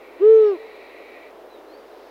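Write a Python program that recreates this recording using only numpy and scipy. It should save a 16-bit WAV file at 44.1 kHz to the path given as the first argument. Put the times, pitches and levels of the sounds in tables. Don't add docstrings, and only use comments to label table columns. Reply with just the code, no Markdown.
import sys
import numpy as np
from scipy import signal
from scipy.fft import rfft, irfft
from scipy.io import wavfile
from scipy.ndimage import uniform_filter1d

SR = 44100
rng = np.random.default_rng(int(sys.argv[2]) if len(sys.argv) > 2 else 0)


def waveform_to_disk(signal):
    frames = np.transpose(np.atleast_2d(signal))
    scaled = np.clip(frames, -1, 1) * 32767
    samples = np.round(scaled).astype(np.int16)
    wavfile.write(sys.argv[1], SR, samples)


N = 92610


def undb(db):
    return 10 ** (np.asarray(db) / 20)


def unit(x):
    return x / np.sqrt(np.mean(x ** 2))


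def curve(rows, axis=1):
    rows = np.array(rows, float)
    return np.interp(np.arange(N) / SR, rows[:, 0], rows[:, axis])


def noise(points):
    hz, db = np.array(points, float).T
    f = np.maximum(np.fft.rfftfreq(N, 1 / SR), 1)
    colour = undb(np.interp(np.log(f), np.log(hz), db))
    return unit(irfft(rfft(rng.standard_normal(N)) * colour, N))


def narrow(hz, width_hz):
    f = np.fft.rfftfreq(N, 1 / SR)
    resonance = 1 / (1 + ((f - hz) / width_hz) ** 2)
    return unit(irfft(rfft(rng.standard_normal(N)) * resonance, N))


def scatter(x, t60_s, build_up_s):
    t = np.arange(N) / SR
    build_up = 1 - np.exp(-(t / build_up_s) ** 2)
    decay = np.exp(-np.log(1000) * t / t60_s)
    tail = rng.standard_normal(N) * decay * build_up
    return signal.fftconvolve(x, tail / np.sqrt(np.sum(tail ** 2)))[:N]


def background():
    # frequency in Hz, relative level in dB per Hz.
    hiss_colour = [(25, -41.5), (70, -32), (120, -36.5), (170, -25), (220, -16), (290, -4.5), (430, 2.5),
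                   (600, -0.5), (850, -7), (1200, -11.5), (1700, -17), (2400, -20.5), (3300, -25),
                   (4500, -32), (6000, -36), (8000, -40.5), (11000, -38.5), (15500, -37)]
    # frequency in Hz, relative level in dB per Hz.
    sizzle_colour = [(2500, -21.5), (3600, 4.5), (5200, 1.5), (6200, -9), (8000, -21)]
    # time in seconds, level in dB.
    sizzle_level = [(0, -74.5), (1.6, -72.5), (1.9, -67.5), (2.1, -63.5)]
    hiss_db, hum_db, hum_hz = -44, -72.5, 50
    t = np.arange(N) / SR
    hiss = undb(hiss_db) * noise(hiss_colour)
    sizzle = undb(curve(sizzle_level)) * noise(sizzle_colour)
    hum = np.sqrt(2) * undb(hum_db) * np.sin(2 * np.pi * hum_hz * t)
    return hiss + sizzle + hum


def insects():
    # frequency in Hz, level in dB before the chirring curve.
    low_tones = [(1868, -64), (1950, -65.5), (1977, -64), (2045, -75.5)]
    high_tones = [(2152, -64), (2188, -65.5), (2286, -62), (2341, -61), (2461, -65), (2533, -70.5),
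                  (2665, -67.5)]
    # time in seconds, then changes in dB for the lower tones,
    # for the upper tones and buzz, and for the rasp.
    chirr = [(0, -18, -1, -7.5), (.2, 3.5, -3, -5.5), (.35, 3.5, 0, -4), (.55, 3, 1, 1.5), (.66, 4, 1, 0.5),
             (.8, 0, 2, 2.5), (.92, 5.5, 3, 1), (1.01, -5, 2.5, 0), (1.07, -3, 2, 0.5), (1.14, 4, 3.5, 1),
             (1.26, -0.5, 0.5, -2.5)]
    # frequency in Hz, relative level in dB per Hz.
    buzz_colour = [(1600, -24), (1900, 4), (2300, -2.5), (2650, -3.5), (3000, -10), (3500, -17.5),
                   (4200, -38.5)]
    rasp_colour = [(2700, -21.5), (3200, -5.5), (3550, -2), (3850, 6), (4150, 4), (4350, -1.5),
                   (4600, -5.5), (4900, -10), (5600, -36)]
    tone_width_hz = 12.4
    buzz_db, rasp_db = -57, -63
    end_s, fade_s = 1.321, 0.05
    t = np.arange(N) / SR
    low = sum(undb(db) * narrow(hz, tone_width_hz) for hz, db in low_tones)
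    high = sum(undb(db) * narrow(hz, tone_width_hz) for hz, db in high_tones)
    buzz = undb(buzz_db) * noise(buzz_colour)
    lower_part = low * undb(curve(chirr, axis=1))
    upper_part = (high + buzz) * undb(curve(chirr, axis=2))
    rasp = noise(rasp_colour) * undb(rasp_db + curve(chirr, axis=3))
    fade_out = np.clip((end_s - t) / fade_s, 0, 1)
    return (lower_part + upper_part + rasp) * fade_out


def owl():
    # time in seconds, pitch in Hz, level in dB.
    arch = [(.197, 310, -44.5), (.21, 354.5, -23), (.222, 391, -16.5), (.238, 414.5, -11),
            (.265, 431.6, -9), (.3, 443.1, -8), (.345, 443.6, -8.5), (.39, 438.5, -10.5),
            (.435, 428.3, -12), (.48, 414.6, -15.5), (.515, 394, -19.5), (.54, 365.3, -25),
            (.565, 315.7, -37.5)]
    # multiple of the pitch, level in dB before the swell and flicker.
    overtones = [(2, -46), (3, -42.5), (4, -53), (5, -64.5), (6, -70.5), (7, -60), (8, -63), (9, -65.5),
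                 (10, -73), (11, -76.5), (12, -78), (13, -80), (14, -80), (16, -82)]
    # time in seconds, change in dB.
    overtone_swell = [(.2, -9.5), (.225, -1), (.26, 0.5), (.33, -1), (.42, -0.5), (.48, 2.5), (.52, 0),
                      (.565, -6.5)]
    # time of the peak in seconds, width in seconds, multiple of the pitch, peak level in dB.
    whistles = [(0.357, 0.022, 14, -66.5), (.48, .033, 13, -64.5), (0.49, .035, 11, -66.5),
                (0.76, .022, 12, -67), (.42, 0.023, 9, -63.5)]
    # frequency in Hz, relative level in dB per Hz.
    air_colour = [(1500, -22.5), (2800, -1.5), (3900, -1), (4700, -12), (6500, -22), (9000, -34)]
    attack_s, release_s = 0.007, 0.0093
    air_db, air_peak_s, air_width_s = -58, .43, 0.065
    t = np.arange(N) / SR
    start, end = arch[0][0], arch[-1][0]
    hz = uniform_filter1d(curve(arch, axis=1), size=500)
    db = uniform_filter1d(curve(arch, axis=2), size=300)
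    fade = np.minimum((t - start) / attack_s, (end - t) / release_s) + 1
    gate = np.sin(np.pi / 2 * np.clip(fade, 0, 1)) ** 2
    wavering_hz = hz * (1 + 0.0013 * narrow(0, 73))
    phase = 2 * np.pi * np.cumsum(wavering_hz) / SR
    pure = undb(db) * np.sin(phase)
    upper = sum(undb(d + 1.5 * narrow(0, 19)) * np.sin(round(k) * phase) for k, d in overtones)
    upper = undb(curve(overtone_swell)) * upper
    thin = sum(undb(d) * np.exp(-((t - s) / w) ** 2) * np.sin(round(k) * phase) for s, w, k, d in whistles)
    air = undb(air_db) * np.exp(-((t - air_peak_s) / air_width_s) ** 2) * noise(air_colour)
    return np.sqrt(2) * gate * (pure + upper + thin) + air


def trees(x):
    # delay in seconds, level in dB.
    echo_rows = [(.29, -31)]
    top_hz = 1500
    tail_db, tail_t60_s, tail_build_up_s = -37, 2.2, 0.057
    t = np.arange(N) / SR
    dull = signal.sosfilt(signal.butter(2, top_hz, fs=SR, output="sos"), x)
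    echoes = sum(undb(db) * np.interp(t - s, t, dull, left=0) for s, db in echo_rows)
    return echoes + undb(tail_db) * scatter(dull, tail_t60_s, tail_build_up_s)


def chirps():
    # start in seconds, length in seconds, start pitch in Hz, end pitch in Hz,
    # peak level in dB.
    chirp_rows = [(1.485, 0.063, 4056, 3930, -61), (1.526, .04, 4010, 3730, -58.5),
                  (1.56, 0.056, 3650, 3690, -67), (1.666, 0.085, 4030, 4280, -63.5),
                  (1.722, 0.045, 4420, 4670, -60), (1.745, 0.097, 4670, 4650, -68.5),
                  (1.863, 0.13, 3970, 4070, -70)]
    waver = 0.00568
    tail_db, tail_t60_s, tail_build_up_s = -9, .25, 0.0092
    t = np.arange(N) / SR
    out = 0
    for start, length, from_hz, to_hz, db in chirp_rows:
        progress = np.clip((t - start) / length, 0, 1)
        glide_hz = from_hz + (to_hz - from_hz) * np.sin(np.pi * progress / 2) ** 2
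        hz = glide_hz * (1 + waver * narrow(0, 77))
        swell = np.sin(np.pi * progress)
        out = out + np.sqrt(2) * undb(db) * swell * np.sin(2 * np.pi * np.cumsum(hz) / SR)
    return out + undb(tail_db) * scatter(out, tail_t60_s, tail_build_up_s)


def scene():
    hoot = owl()
    return (background() + insects() + hoot + trees(hoot) + chirps())[None]


def record(dry):
    return signal.sosfilt(signal.ellip(10, .1, 80, 15750, fs=SR, output="sos"), dry)


dry = scene()
out = record(dry)
waveform_to_disk(out)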